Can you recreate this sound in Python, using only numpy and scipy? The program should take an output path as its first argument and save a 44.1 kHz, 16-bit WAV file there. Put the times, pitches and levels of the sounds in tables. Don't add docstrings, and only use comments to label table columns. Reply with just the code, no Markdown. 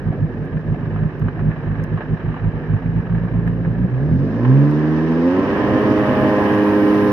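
import sys
import numpy as np
from scipy import signal
from scipy.fft import rfft, irfft, next_fast_len
from scipy.io import wavfile
from scipy.ndimage import map_coordinates

SR = 44100
rng = np.random.default_rng(int(sys.argv[2]) if len(sys.argv) > 2 else 0)


def pcm_store(signal):
    levels = np.round(np.clip(np.atleast_2d(signal), -1, 1) * 32767)
    wavfile.write(sys.argv[1], SR, levels.astype(np.int16).T)


N = 313992

# f/Hz, relative density/dB
HULL_AT_IDLE = [(350, -36), (600, -5.5), (730, -1), (810, -4.5), (890, -2), (1020, -4), (1290, -5),
                (1400, -9), (1700, -1), (1850, -6), (2050, -12), (2500, -16.5), (3050, -20.5),
                (3500, -34.5), (3950, -28), (4500, -53), (6700, -100)]


def amp(db):
    return 10 ** (np.asarray(db) / 20)


def unit(x):
    return x / np.sqrt(np.mean(x ** 2) + 1e-20)


def along(points, hz):
    f, v = np.transpose(points)
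    return np.interp(np.log(hz + 1), np.log(f + 1), v)


def clock():
    return np.arange(N) / SR


def curves(rows):
    s, *cols = np.transpose(rows)
    return [np.interp(clock(), s, c) for c in cols]


def wobble(rate):
    knots = rng.standard_normal(int(N * rate / SR) + 4)
    return map_coordinates(knots, [clock() * rate])


def filtered(x, response):
    m = next_fast_len(N + SR // 2)
    return irfft(rfft(x, m) * response(np.fft.rfftfreq(m, 1 / SR)), m)[..., :N]


def noise(spectrum):
    # f/Hz, correlation
    likeness = [(50, 0.99), (100, 0.96), (450, 0.99), (750, 0.84), (1200, 1), (1700, 0.34), (2200, .05),
                (5000, .05)]

    def mid_and_side(hz):
        angle = np.arccos(np.clip(along(likeness, hz), 0, 1)) / 2
        return amp(along(spectrum, hz)) * [np.cos(angle), np.sin(angle)]

    mid, side = filtered(rng.standard_normal((2, N)), mid_and_side)
    return np.array([mid + side, mid - side]) / np.std(mid)


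def bursts(events, t60, rise):
    rows = np.array(events)
    age = np.maximum(clock() - rows[:, :1], 0)
    return np.sum((1 - np.exp(-age / rise)) * amp(rows[:, 1:2] - 60 * age / t60), axis=0)


def handlebar_ticks():
    # t/s, relative level/dB
    tick_times = [(0.454, -52), (1.1961, -50.5), (1.8386, -40.5), (3.4769, -47), (4.7117, -46.5)]
    # f/Hz, relative density/dB
    tick_colour = [(2000, -30), (4500, -8), (5600, 0), (8000, -16), (10000, -5.5), (12000, -5),
                   (15700, -11.5)]
    return bursts(tick_times, t60=.009, rise=.0004) * noise(tick_colour)


def bubbles(pitch_hz, spread, cycles, level_db, count):
    t, out = np.arange(SR // 10) / SR, np.zeros(N + SR)
    for when, pitch, size in zip(rng.random(count), rng.standard_normal(count), rng.random(count)):
        hz = pitch_hz * np.exp(spread * np.clip(pitch, -2, 2))
        age = t * hz / cycles
        tone = np.sin(2 * np.pi * hz * t * (1 + 0.035 * age))
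        plop = tone * np.exp(-3 * age) * (1 - np.exp(-30 * age))
        start = int(when * 4.4 * SR)
        out[start:][:len(t)] += amp(level_db - 14 * size) * plop
    return out[:N]


def slaps(cycles, plop_db, splash_db):
    # t/s, relative level/dB, starting pitch f/Hz, t60 of the splash/s
    hits = [(0.126, -24.5, 700, 0.037), (.744, -23.5, 683, .04), (.96, -25, 1280, .12),
            (1.284, -21.5, 1494, .07), (1.393, -26, 1660, .12), (1.515, -24, 1754, .08),
            (1.797, -25.5, 1583, .1), (1.974, -25.5, 1074, .25), (2.006, -22, 554, .1),
            (2.342, -22, 1113, .06), (2.366, -26, 1670, 0.27), (3.148, -26, 1590, .15),
            (3.476, -23.5, 1705, 0.088), (3.649, -24, 1615, .1), (4.449, -17.5, 993, 0.087)]
    t, out = np.arange(SR // 10) / SR, np.zeros(N + SR)
    for s, db, hz, _ in hits:
        age = t * hz / cycles
        tone = np.sin(2 * np.pi * hz * t * (1 + 0.033 * age))
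        pocket = tone * np.exp(-2 * age) * (1 - np.exp(-12 * age))
        out[int(s * SR):][:len(t)] += amp(db + plop_db) * pocket
    splash = bursts(hits, t60=np.array(hits)[:, 3:], rise=0.00039) * noise(HULL_AT_IDLE)
    return out[:N] + amp(splash_db) * splash


def hiss(load, ease):
    # level/dB at rest, dB added by full load, dB added by full way
    rush_levels = (-71, 15.5, 5.5)
    spray_levels = (-84, 8, 28)
    # f/Hz, relative density/dB
    rush_colour = [(2000, -70), (2900, -24.5), (3500, 4), (4300, -1), (5200, 1), (6200, -6.5), (7300, -19),
                   (9000, -45), (16000, -80)]
    spray_colour = [(5000, -39), (7500, -14.5), (9500, -1), (11500, 3), (13500, -4.5), (15700, -10)]
    way_lag_s = 2.1
    step = 1 / (way_lag_s * SR)
    way = signal.lfilter([step], [1, step - 1], load)
    rush_db = rush_levels[0] + rush_levels[1] * load ** ease + rush_levels[2] * way
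    spray_db = spray_levels[0] + spray_levels[1] * load + spray_levels[2] * way
    rush = amp(rush_db + 1.0 * wobble(60)) * noise(rush_colour)
    spray = amp(spray_db + .7 * wobble(25)) * noise(spray_colour)
    return rush + spray


def wash(rate, lump_db, rumble_db):
    # t/s, level/dB
    churn = [(0, -28), (3.0, -29.5), (4.6, -24.5), (5.1, -27), (5.5, -20), (6, -19), (7.12, -23)]
    # f/Hz, relative density/dB
    slow_colour = [(20, -38.5), (50, -11), (90, -8.5), (140, 5.5), (195, -3), (255, 1.5), (295, -4),
                   (350, -3.5), (500, -8), (650, -16), (900, -30.5), (2500, -120)]
    fast_colour = [(40, -44), (130, -21), (180, -13.5), (250, 3.5), (370, -4.5), (450, -6), (560, -6.5),
                   (700, -21), (1000, -34.5), (2500, -120)]
    rumble_colour = [(20, -26.5), (45, -12.5), (80, -8), (130, 1.5), (175, -10.5), (300, -41.5),
                     (1000, -120)]
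    thrust = np.interp(rate, [30, 60], [0, 1])
    water = np.sqrt(1 - thrust) * noise(slow_colour) + np.sqrt(thrust) * noise(fast_colour)
    rumble = amp(rumble_db) * np.interp(rate, [80, 100], [.25, 1]) * noise(rumble_colour)
    return amp(curves(churn)[0] + lump_db * wobble(22)) * (water + rumble)


def knocks(turns, rate, t60, scatter_db):
    # f/Hz, relative density/dB
    case_colour = [(900, -61.5), (1500, -17.5), (1650, -1.5), (1740, 1), (1850, -6.5), (2050, -25.5),
                   (3500, -60), (7000, -120)]
    firing, part = np.divmod(2 * turns, 1)
    strengths = amp(scatter_db * np.clip(rng.standard_normal(int(firing[-1]) + 1), -2, 2))
    size = strengths[firing.astype(int)]
    age_s = part / (2 * rate)
    ring = size * amp(-60 * age_s / t60) * np.sin(np.pi * part)
    return unit(ring) * noise(case_colour)


def clatter(turns, load, beat, rough_db):
    # f/Hz, relative density/dB
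    loaded_colour = [(380, -38), (650, -4), (800, -6.5), (1000, -4.5), (1280, -9), (1410, -14.5),
                     (1700, -6), (1880, -8), (2060, -15.5), (2500, -19.5), (3050, -20.5), (3500, -32.5),
                     (4300, -42), (6700, -100)]
    body = np.sqrt(1 - load) * noise(HULL_AT_IDLE) + np.sqrt(load) * noise(loaded_colour)
    strokes = 1 + beat * (np.cos(2 * np.pi * turns) + np.cos(4 * np.pi * turns))
    roughness = amp(rough_db * (0.5 - .5 * load) * wobble(110))
    return body * unit(strokes * roughness)


def whine(turns, rate, waver_db, slip, count):
    # f/Hz, relative level/dB
    hull_resonances = [(300, -8), (520, -3), (720, -10), (830, -4.5), (930, -6.5), (1030, .5), (1130, -9),
                       (1240, -9), (1345, -12), (1440, -23), (1550, -11), (1800, -15), (2100, -25),
                       (2900, -25), (3400, -42)]
    out = np.zeros(N)
    for order in range(7, count):
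        db = along(hull_resonances, order * rate) + waver_db * wobble(3.33) - 2 * (order % 2)
        phase = 2 * np.pi * (order * turns + rng.random()) + slip * wobble(40)
        out += amp(db) * np.sin(phase)
    return out


def burble(turns, flutter_db, slip, rest_db, gurgle_db, shut, level_db):
    # shaft order, relative level/dB
    idle_orders = [(2, -7.5), (3, -18.5), (4, -1.5), (5, -10.5), (6, 0.5), (7, -16.5), (8, -15.5), (9, -15),
                   (10, -22.5)]
    # f/Hz, relative density/dB
    gurgle_colour = [(25, -44), (50, -8.5), (75, -11), (105, -1.5), (150, -5), (185, -9), (250, -15),
                     (400, -38), (800, -72.5), (2000, -120)]
    # t/s, relative level/dB, half length/s
    burps = [(0.085, -16, .022), (0.232, -16.5, .026), (0.403, -20.5, 0.037), (0.559, -17.5, 0.025),
             (0.712, -16, 0.032), (0.824, -25.5, 0.018), (0.912, -20, 0.058), (1.036, -15, .034),
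             (1.25, -15, .034), (1.46, -14.5, 0.048), (1.702, -17, 0.036), (1.81, -20.5, .035),
             (1.942, -16.5, .028), (2.129, -15, 0.022), (2.286, -18, 0.035), (2.459, -16, .034),
             (2.562, -20.5, 0.019), (2.736, -13, .032), (2.879, -18.5, 0.04), (2.973, -15, 0.032),
             (3.145, -15, 0.039), (3.236, -17, .035), (3.364, -14.5, 0.031), (3.476, -16, 0.06),
             (3.587, -20, 0.044), (3.696, -16.5, 0.038), (3.828, -15.5, .042)]
    throb = np.zeros(N)
    for order, db in idle_orders:
        phase = 2 * np.pi * (order * turns + rng.random()) + slip * wobble(18)
        throb += amp(db + flutter_db * wobble(25)) * np.sin(phase)
    gurgle = amp(gurgle_db) * np.interp(clock(), [2.6, 3.2], [1, .5]) * noise(gurgle_colour)
    gas = unit(throb) + gurgle
    opening = np.zeros(N)
    for s, db, half in burps:
        u = np.clip((clock() - s) / half, -5, 5)
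        opening += amp(db) ** 2 * np.exp(-np.abs(u) ** np.where(u < 0, 2, shut))
    seeping = amp(rest_db) ** 2 * np.interp(clock(), [2.8, 3.3, 3.87, 3.97], [1, 2.5, 3, 0])
    return amp(level_db) * np.sqrt(opening + seeping) * gas


def drone(turns, rate, load, flutter_db, drift_db, slip, level_db):
    # shaft order, no load/dB, full load/dB
    pulse_orders = [(1, -14, -13), (2, -5, -2.5), (3, -19, 1.5), (4, 1, -1), (5, -11, -7.5), (6, -8, -7)]
    # f/Hz, relative level/dB
    pipe = [(52, -21), (68, -25), (85, -21), (112, -19), (128, -8.5), (143, -8.5), (152, -16.5),
            (166, -17.5), (180, -30), (205, -20), (228, -24), (250, -18), (310, -19), (335, -25),
            (365, -20.5), (412, -21.5), (470, -28), (515, -18), (570, -26), (620, -23.5)]
    # t/s, lower band/dB, upper band/dB
    colour_drift = [(5.4, -0.5, -3.5), (5.6, -5, 2), (5.95, -5, 3), (6.1, -15, 6.5), (6.3, -6, 8),
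                    (6.5, -3, -8.5), (6.85, 0.5, -4), (7.12, -1.5, -12.5)]
    # t/s, relative level/dB
    surge = [(3.87, -11), (3.94, -6.5), (4.04, -7), (4.13, 4.5), (4.21, -1.5), (4.6, -0.5), (5.15, -.5),
             (5.39, 3), (5.45, -4.5), (5.8, 0), (7.12, .5)]
    centres_hz, widths_hz = (335, 620), (75, 45)
    out, bands = np.zeros(N), curves(colour_drift)
    for order, idle_db, full_db in pulse_orders:
        hz = order * rate
        colour = sum(band * np.exp(-((hz - centre) / width) ** 2)
                     for centre, width, band in zip(centres_hz, widths_hz, bands))
        source_db = full_db + (idle_db - full_db) * (1 - load) ** 2
        level = source_db + along(pipe, hz) + colour
        phase = 2 * np.pi * (order * turns + rng.random()) + order * slip * wobble(35)
        unsteady_db = flutter_db * wobble(30) + drift_db * wobble(6)
        out += amp(level + unsteady_db) * np.sqrt(2) * np.sin(phase)
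    fade_in = np.interp(clock(), [3.8, 3.9], [0, 1])
    return amp(level_db + curves(surge)[0]) * out * fade_in


def scene():
    # t/s, crankshaft speed/(turns/s)
    shaft_speed = [(0, 26.2), (2.75, 26.2), (2.97, 28.2), (3.7, 28.2), (3.96, 31.2), (4.11, 40.0),
                   (4.24, 48.3), (4.38, 56.6), (4.58, 69.6), (4.69, 73.8), (5.19, 82.1), (5.4, 94.7),
                   (5.5, 99.3), (5.6, 101.8), (5.8, 104.4), (6.45, 103.1), (7.12, 102.6)]
    # t/s, level/dB
    engine_level = [(0.0, -42), (1.31, -40.5), (2.2, -38), (4.16, -41.5), (4.56, -34.5), (5.19, -32.5),
                    (5.49, -27.5), (6.33, -25.5), (7.12, -29)]
    # t/s, relative level/dB
    singing_level = [(3.9, -30), (4.45, -3), (5.1, -5), (5.3, -1.5), (6.1, -4), (6.45, -1), (7.12, -0.5)]
    rate = curves(shaft_speed)[0] * (1 + .0007 * wobble(9))
    turns = np.cumsum(rate) / SR
    load = np.clip((rate - 30) / 70, 0, 1)
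    engine_db, = curves(engine_level)

    water = wash(rate, lump_db=1.0, rumble_db=-8)
    water = water + bubbles(pitch_hz=401, spread=.35, cycles=16, level_db=-26, count=45)
    water = water + slaps(cycles=8.1, plop_db=0, splash_db=-9.5)
    water = water + hiss(load, ease=0.57)

    clatter_db = engine_db - 0.77 + 1.1 * (0.5 - load) * wobble(10)
    hull = amp(clatter_db) * clatter(turns, load, beat=0.09, rough_db=3.0)
    hull = hull + amp(engine_db - 9.0) * (1 - load) * knocks(turns, rate, t60=0.05, scatter_db=4.5)
    singing = amp(curves(singing_level)[0])
    hull = hull + amp(engine_db) * singing * whine(turns, rate, waver_db=3, slip=.18, count=31)

    exhaust = burble(turns, flutter_db=1.4, slip=.5, rest_db=-33, gurgle_db=-8, shut=4.5, level_db=-0.62)
    exhaust = exhaust + drone(turns, rate, load, flutter_db=0.92, drift_db=1.17, slip=0.046, level_db=-1)
    return handlebar_ticks() + water + hull + exhaust


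def record(dry):
    # f/Hz, level difference/dB
    tilt = [(55, -7), (110, -3.5), (150, -2.5), (200, 0.5), (310, -3.5), (600, 1), (800, -2), (1700, -5.5),
            (2450, 9), (3200, 11.5), (4000, 2), (4600, 1), (5500, -1.5), (7500, 6), (11000, -5),
            (13000, -3.5), (15000, -14.5)]
    # f/Hz, phase/rad
    lead = [(50, 0.65), (160, 0.63), (230, .05), (450, 0.31), (800, -0.22), (1400, -1.1), (2000, 2)]
    top_hz = 15700

    def ports(hz):
        lean = amp(along(tilt, hz) / 2)
        turn = np.exp(1j * along(lead, hz) / 2)
        balance = 2 / (lean + 1 / lean)
        return np.array([lean * turn, 1 / (lean * turn)]) * balance * (hz < top_hz)

    return filtered(dry, ports)


dry = scene()
out = record(dry)
pcm_store(out)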